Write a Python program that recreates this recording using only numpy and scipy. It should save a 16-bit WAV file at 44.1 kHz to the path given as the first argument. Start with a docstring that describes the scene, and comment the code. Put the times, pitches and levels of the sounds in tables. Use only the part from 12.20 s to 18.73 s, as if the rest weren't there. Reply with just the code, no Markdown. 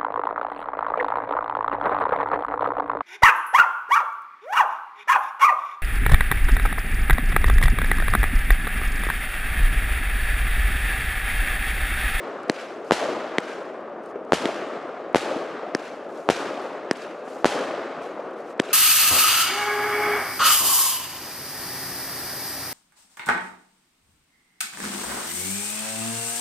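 """Firework cake at night

A multi-shot cake fires near a small stereo microphone. Each lift charge cracks at the muzzle and
excites the air column of its tube. Shells burst overhead, and each shock wave is followed by its
reflection from a nearby wall. Echoes of the shots roll back from the neighbourhood, dulled by
absorption in the air, while burning stars hiss and spit."""
import sys
import numpy as np
from scipy import signal
from scipy.io import wavfile
from scipy.ndimage import uniform_filter1d

SR = 44100
rng = np.random.default_rng(int(sys.argv[2]) if len(sys.argv) > 2 else 0)


def transcribe(signal):
    """Save signal, clipped to [-1, 1], as a 16-bit WAV file at the path in sys.argv[1]."""
    frames = np.atleast_2d(signal).T
    limited = np.clip(frames, -1, 1)
    pcm = np.round(limited * 32767).astype(np.int16)
    wavfile.write(sys.argv[1], SR, pcm)


N = 287973

# Lift charges: (time [s], crack [dB], air column [dB], knock [Hz], knock [dB], rim [Hz], rim [dB],
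# grit [dB], tick [dB], bright echoes [dB], gas leak [dB])
LIFTS = [(0.2977, -2, 1, 1890, -13.5, 4150, -8.5, -18, -30, -46, -22),
         (1.1837, -3.5, -1.5, 2030, -6.5, 3080, -16.5, -20.5, -30, -47, -36),
         (2.256, -7, -3, 1980, -18.5, 3280, -15.5, -22.5, -30, -50.5, -41),
         (3.5496, -8, -2, 1770, -10, 5190, -13, -21.5, -35, -48.5, -31),
         (4.7116, -3, -0.5, 1820, -10, 5180, -13, -17.5, -28, -48, -28),
         (6.3990, -7.5, 3, 1830, -9, 3200, -8, -16, -31, -45.5, -9.5)]
# Shell bursts: (time [s], shock [dB], rebound delay [ms], wall delay [ms], scattered tail [dB],
# far echoes [dB], star hiss [dB])
BURSTS = [(0.7097, 2.5, 0.37, 10.8, -21.5, -22, -41.5), (2.1219, 3, 0.38, 11, -23, -23, -43),
          (2.9468, 2.5, 0.57, 11, -24.5, -24, -42.5), (4.0894, 2, 0.43, 10.7, -24, -24, -42),
          (5.2453, 3, 0.38, 10.4, -21, -21.5, -42.5)]
# A burst still echoing at the start: (time [s], far echoes [dB], star hiss [dB])
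EARLIER_BURST = (-0.35, -23, -45)
# Likeness of the diffuse sound in the two channels: (frequency [Hz], coherence [0-1])
COHERENCE = [(60, 0.77), (130, 0.99), (290, 0.99), (640, 0.99), (1410, 0.96), (3100, 0.87), (6820, 0.74),
             (15000, 0.074)]
# Balance of the diffuse sound: (frequency [Hz], left minus right [dB])
BALANCE = [(60, -4), (180, 2.0), (550, 2), (1650, 1), (4970, 0.0), (15000, -3)]
# Spectrum of the rumble: (frequency [Hz], level [dB])
RUMBLE_SPECTRUM = [(24, -91), (40, -76), (139, -30), (307, -5), (344, -6.5), (395, -5.5), (542, -6),
                   (580, -4.5), (621, -5.5), (796, -11), (912, -14), (1200, -11.5), (9000, -55),
                   (11700, -105), (19800, -120)]
# Envelope of a burst's far echoes: (delay [s], level [dB], tilt [dB/octave])
FAR_ECHOES = [(0, -30, -2), (.06, -10.5, 1), (.11, 1.5, -1.5), (.24, -3.5, -1), (.4, -7, 1.26),
              (.7, -12, 0.76), (1.4, -13, -5.5)]
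# Spectrum of the hiss: (frequency [Hz], level [dB])
HISS_SPECTRUM = [(880, -31.5), (1500, -2.5), (1680, -11), (2810, -12), (3090, -16), (6490, -24),
                 (13200, -37), (15000, -52)]
# Fuses and rising stars flaring: (time [s], rise [s], length [s], level [dB], change over length [dB])
FLARES = [(.02, .02, .2, -64, -7), (.64, .04, 0.018, -54, -3), (1.82, .02, 0.07, -63.5, 3),
          (2.08, .03, .012, -64, -3), (3.885, .085, 0.12, -55, -3), (4.39, .018, 0.18, -52.5, -18),
          (5.045, 0.048, 0.14, -52.5, -2), (5.812, .022, .13, -52.5, -15), (5.97, .03, .11, -64, -7),
          (6.127, .011, .005, -61, -3), (6.155, .035, .055, -58.5, -7), (6.243, .06, .024, -56, -3)]
# Envelope of a lift's bright echoes: (delay [s], level [dB])
LIFT_ECHOES = [(.004, -1), (.014, -8), (.028, -11), (.046, -1), (.08, -3.5), (.112, 1), (.16, -5.5),
               (.33, -15.5), (.6, -45)]
# Prominent sparks: (time [s], level [dB])
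SPARKS = [(0.2319, -39), (0.2824, -40), (0.3426, -38), (0.6474, -45), (1.6965, -50), (1.8367, -45),
          (1.8598, -41), (2.0492, -45), (2.9297, -43), (3.9744, -38), (4.7716, -35), (6.109, -42),
          (6.3779, -46), (6.4575, -37.5)]
# Spectrum of a burst's scattered tail: (frequency [Hz], level [dB])
TAIL_SPECTRUM = [(59, -43), (100, 10), (322, -6), (854, 0.5), (991, -14), (1310, -5), (5300, -14.5),
                 (10900, -22.5), (14100, -36), (16000, -91)]
# Reverberation time of that tail: (frequency [Hz], T60 [s])
TAIL_T60 = [(300, 0.21), (1000, 1.12), (2700, 1.43), (5000, 1), (11000, 0.62)]
# Distinct echoes from far walls: (time [s], level [dB], frequency [Hz])
WALL_THUMPS = [(0.829, -38, 670), (0.885, -21.5, 614), (1.04, -25.5, 590), (1.295, -30, 410),
               (1.413, -27.5, 570), (1.956, -23.5, 413), (2.289, -22, 625), (2.421, -25, 368),
               (3.112, -21.5, 556), (3.162, -23.5, 283), (3.466, -28.5, 724), (3.866, -29.5, 533),
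               (4.174, -25.5, 540), (4.26, -23.5, 367), (4.439, -23, 540), (5.319, -26, 597),
               (5.407, -25, 532), (5.993, -24.5, 527), (6.442, -43, 670), (6.491, -26.5, 420)]

RUMBLE_DB, TREBLE_DB_PER_OCT, BASS_DB_PER_OCT, BASS_HZ = -31, -4.5, -3.5, 400
DIP_DB, DIP_DELAY_S, DIP_WIDTH_S = -1, 0.083, 0.07  # the rumble dips briefly after each shot
STAR_RISE_S, STAR_FADE_DB_PER_S, FIZZ_DB = 0.055, -42, -71.5
FLARE_EDGE_DB, FLARE_STOP_S, FLARE_DB_PER_OCT, ECHO_DB_PER_OCT = -7.5, .01, 4, -1
FAINT_SPARKS, FAINT_DB, FAINT_SPREAD_DB, TICK_DELAY_S = 90, -64, 3, .0195
TUBE_HZ, TUBE_T60_S, KNOCK_T60_S, RIM_T60_S = 266, 0.011, 0.007, 0.004
PING_HZ, PING_DB = 7960, -10.5  # a high tube mode; level relative to the rim


def amp(db):
    """Amplitude ratio of a level in decibels."""
    return 10 ** (np.asarray(db) / 20)


def at_hz(points, hz):
    """Interpolation along a logarithmic frequency axis."""
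    f, value = np.transpose(points)
    return np.interp(np.log(hz + 1), np.log(f + 1), value)


def unit_power(spectrum, hz):
    """Spectral gain normalised to unit mean power."""
    gain = amp(at_hz(spectrum, hz))
    return gain / np.sqrt(np.mean(gain ** 2))


def envelope(profile, age):
    """Level and further columns of a profile, age seconds after its event; silent outside it."""
    times, level_db, *rest = np.transpose(profile)
    level = np.interp(age, times, level_db, left=-200, right=-200)
    return level, *[np.interp(age, times, column) for column in rest]


def add(mix, start_s, sound):
    """Superposition of a sound on the mix."""
    part = mix[..., round(start_s * SR):][..., :sound.shape[-1]]
    part += sound[..., :part.shape[-1]]


def band(x, lo_hz, hi_hz):
    """Butterworth band-pass filter."""
    return signal.lfilter(*signal.butter(2, [lo_hz, hi_hz], "band", fs=SR), x)


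def diffuse_noise(gain, patchy_db, flicker_db, size=512):
    """A diffuse field: partly coherent stereo noise, its short-time spectra shaped by gain(hz, s)."""
    hop = size // 4
    frames, hz = N // hop + 5, np.fft.rfftfreq(size, 1 / SR)[:, None]
    a, b, c, d, patch = rng.standard_normal((frames, len(hz), 5)).T
    patch = uniform_filter1d(uniform_filter1d(patch, size=5, axis=0), size=9, axis=1)
    flicker = uniform_filter1d(rng.standard_normal(frames), size=3)  # shared by all bands
    coherence = np.clip(at_hz(COHERENCE, hz), 0, 1)
    left = a + 1j * b
    right = coherence * left + np.sqrt(1 - coherence ** 2) * (c + 1j * d)
    pan = amp(at_hz(BALANCE, hz) / 2)
    spectra = np.array([left * pan, right / pan])
    spectra *= amp(patchy_db * patch / patch.std() + flicker_db * flicker / flicker.std())
    spectra *= gain(hz, np.arange(frames) * hop / SR)
    return signal.istft(spectra, nperseg=size, noverlap=size - hop)[1][:, :N] / np.sqrt(size)


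def far_rumble():
    """Incoherent summation: echoes from far houses add in power and merge into a dull roll."""
    def gain(hz, s):
        octaves_up = np.log2(np.maximum(hz, 600) / 600)
        octaves_down = np.log2(BASS_HZ / np.clip(hz, 60, BASS_HZ))
        power = amp(RUMBLE_DB + octaves_up * TREBLE_DB_PER_OCT + octaves_down * BASS_DB_PER_OCT) ** 2
        for start, *_, far_db, _ in BURSTS + [EARLIER_BURST]:
            shape_db, tilt = envelope(FAR_ECHOES, s - start)
            power = power + amp(far_db + shape_db + octaves_up * tilt) ** 2
        dips = sum(np.exp(-((s - start - DIP_DELAY_S) / DIP_WIDTH_S) ** 2)
                   for start, *_ in LIFTS + BURSTS)
        return unit_power(RUMBLE_SPECTRUM, hz) * np.sqrt(power) * amp(DIP_DB * dips)
    return diffuse_noise(gain, patchy_db=1.2, flicker_db=1.0)


def burning_hiss():
    """Combustion noise of stars and fuses adds in power to a faint fizz and the lifts' bright echoes."""
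    def gain(hz, s):
        colour = unit_power(HISS_SPECTRUM, hz)
        treble_rms = np.sqrt(np.mean(colour ** 2 * (hz > 4000) * (hz < 10000)))
        octaves = np.log2(np.maximum(hz, 1500) / 6000)
        parts = [amp(FIZZ_DB)]
        for start, *_, star_db in BURSTS + [EARLIER_BURST]:
            ignition = np.clip((s - start) / STAR_RISE_S, 0, 1)
            parts.append(ignition * amp(star_db + STAR_FADE_DB_PER_S * (s - start)))
        for start, *_, echo_db, _ in LIFTS:
            parts.append(amp(echo_db + ECHO_DB_PER_OCT * octaves + envelope(LIFT_ECHOES, s - start)[0]))
        for start, rise, length, flare_db, change_db in FLARES:
            shape = [(0, FLARE_EDGE_DB), (rise, 0), (rise + length, change_db),
                     (rise + length + FLARE_STOP_S, change_db + FLARE_EDGE_DB)]
            parts.append(amp(flare_db + FLARE_DB_PER_OCT * octaves + envelope(shape, s - start)[0]))
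        return colour / treble_rms * np.sqrt(sum(part ** 2 for part in parts))
    return diffuse_noise(gain, patchy_db=1.6, flicker_db=1.2, size=256)


def sparks():
    """Brief transients are broadband: sparks snap from random sides, and one tick follows each lift."""
    out, t = np.zeros((2, N)), np.arange(260) / SR
    ticks = [(start + TICK_DELAY_S, tick_db) for start, *_, tick_db, _, _ in LIFTS]
    when, size = rng.random((FAINT_SPARKS, 2)).T
    faint = list(zip(when * N / SR, FAINT_DB - FAINT_SPREAD_DB * np.log(1 - size)))
    for start, level_db in ticks + SPARKS + faint:
        pan_db = 2.5 * rng.standard_normal()
        grit = band(rng.standard_normal(len(t)), 3500, 9500)
        snap = grit * amp(level_db - 60 * t / 0.0082) * np.minimum(t / 0.0011, 1)
        add(out, start, snap * amp([[pan_db], [-pan_db]]))
    return out


def blast(t, positive_ms, cutoff_hz):
    """Friedlander wave: a pressure jump falls through zero into suction; the air rounds its front."""
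    u = np.maximum(t, 0) * 1000 / positive_ms
    wave = (t >= 0) * (1 - u) * np.exp(-u)
    pole = np.exp(-2 * np.pi * cutoff_hz / SR)
    return signal.lfilter([(1 - pole) ** 2], [1, -2 * pole, pole ** 2], wave)


def mode(t, hz, db, t60):
    """Free vibration of a damped resonator."""
    return amp(db - 60 * t / t60) * np.sin(2 * np.pi * hz * t)


def lift_charges():
    """Impulse excitation: with a crack and a spurt of gas, a charge rings its tube's air and wall."""
    out, t = np.zeros((2, N)), np.arange(1500) / SR
    jets = band(rng.standard_normal((len(LIFTS), 3, len(t))), 1330, 8800)
    crack = .5 * blast(t - .00075, 0.15, 2800) - blast(t, 0.37, 4500)  # rebound and jump
    age = np.maximum(t - .0004, 0)  # the air column answers after the crack
    column_hz = TUBE_HZ * (1 + .5 * np.exp(-age / 0.0017))  # pitch sags as the gas cools
    column_gate = (1 - np.exp(-age / 0.00052)) / (1 + (age / 0.0035) ** 6)
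    for lift, jet in zip(LIFTS, jets):
        start, crack_db, column_db, knock_hz, knock_db, rim_hz, rim_db, grit_db, *_, leak_db = lift
        column = mode(age, column_hz, column_db, TUBE_T60_S) * column_gate
        knock = mode(t, knock_hz, knock_db, KNOCK_T60_S)  # the shell strikes the tube wall
        rim = mode(t, rim_hz, rim_db, RIM_T60_S) + mode(t, PING_HZ, rim_db + PING_DB, RIM_T60_S)
        grit = amp(grit_db - 60 * t / 0.011) * (jet[0] + 0.65 * jet[1:])
        shot = column * amp([[.7], [-.7]]) - knock - rim + amp(crack_db) * crack + grit
        add(out, start, band(shot, 180, 7700))  # a small muzzle radiates no deep bass
        leak = band(rng.standard_normal(300), 940, 2200) * np.hanning(300)  # gas slips past the shell
        add(out, start - .0055, amp(leak_db) * leak)
    return out


def shell_bursts():
    """Specular reflection: a shock and its rebound arrive directly, then broadened off a near wall."""
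    out, t = np.zeros((2, N)), np.arange(1500) / SR
    lag_s = np.array([[0], [.00012]])  # the rebound reaches the right channel later
    # a slow, low push after each bang as the overloaded microphone recovers
    recovery = 0.079 * np.exp(-t / 0.0052) * np.sin(2 * np.pi * 60 * t)
    recovery *= np.hanning(2 * len(t))[len(t):]
    for start, shock_db, rebound_ms, wall_ms, *_ in BURSTS:
        direct = 0.82 * blast(t - rebound_ms / 1000 - lag_s, 0.56, 2800) - 2.1 * blast(t, 0.27, 1960)
        age = t - wall_ms / 1000
        slap = 1.39 * blast(age - .00075, 0.6, 860) - 0.72 * blast(age, 0.85, 4500)
        slap = slap * amp([[.8], [-.8]])  # the wall stands to the left
        add(out, start, amp(shock_db) * (direct + slap + recovery))
    return out


def scattered_tails():
    """Reverberation: countless reflections follow each burst and decay exponentially in each band."""
    def gain(hz, s):
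        tails = [amp(tail_db - 60 * (s - start) / at_hz(TAIL_T60, hz)) * (s > start - .02)
                 for start, *_, tail_db, _, _ in BURSTS]
        return unit_power(TAIL_SPECTRUM, hz) * np.sqrt(sum(tail ** 2 for tail in tails))
    t, gate = np.arange(N) / SR, np.ones(N)
    for start, _, _, wall_ms, *_ in BURSTS:
        age = t - start - wall_ms / 1000
        rise = np.clip((age - .002) / 0.0015, 0.094 * (age > -.009), 1)  # faint until the wall echo
        early_boost = 1 + 2.23 * np.exp(-np.maximum(age, 0) / 0.01)  # the nearest are strongest
        gate *= np.where(age > -.045, rise * early_boost, 1)
    return gate * diffuse_noise(gain, patchy_db=0.49, flicker_db=1.7, size=256)


def far_wall_thumps():
    """Discrete echoes: a far wall returns a shot as a few soft, ragged cycles."""
    out, t = np.zeros(N), np.arange(1300) / SR
    swell = t / 0.002 * np.exp(1 - t / 0.0026)
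    for start, level_db, hz in WALL_THUMPS:
        ragged = band(rng.standard_normal(len(t)), 380, 950)
        add(out, start, amp(level_db) * swell * (np.sin(2 * np.pi * hz * t) + 1.1 * ragged))
    return out * amp([[.8], [-.8]])


def scene():
    """Linear superposition of the shots, their echoes and the burning stars."""
    shots = shell_bursts() + scattered_tails() + lift_charges()
    return shots + far_rumble() + far_wall_thumps() + burning_hiss() + sparks()


def record(dry):
    """A band-limited transducer: the microphone sheds deep bass, clips and loses the top treble."""
    thin = signal.lfilter(*signal.butter(1, 120, "high", fs=SR), dry)
    dull = signal.lfilter(*signal.butter(2, 11500, fs=SR), np.clip(thin, -1, 1))
    band_limit = signal.firwin(511, 16400, window=("kaiser", 9), fs=SR)
    return signal.oaconvolve(dull, band_limit[None], "same")


dry = scene()
out = record(dry)
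transcribe(out)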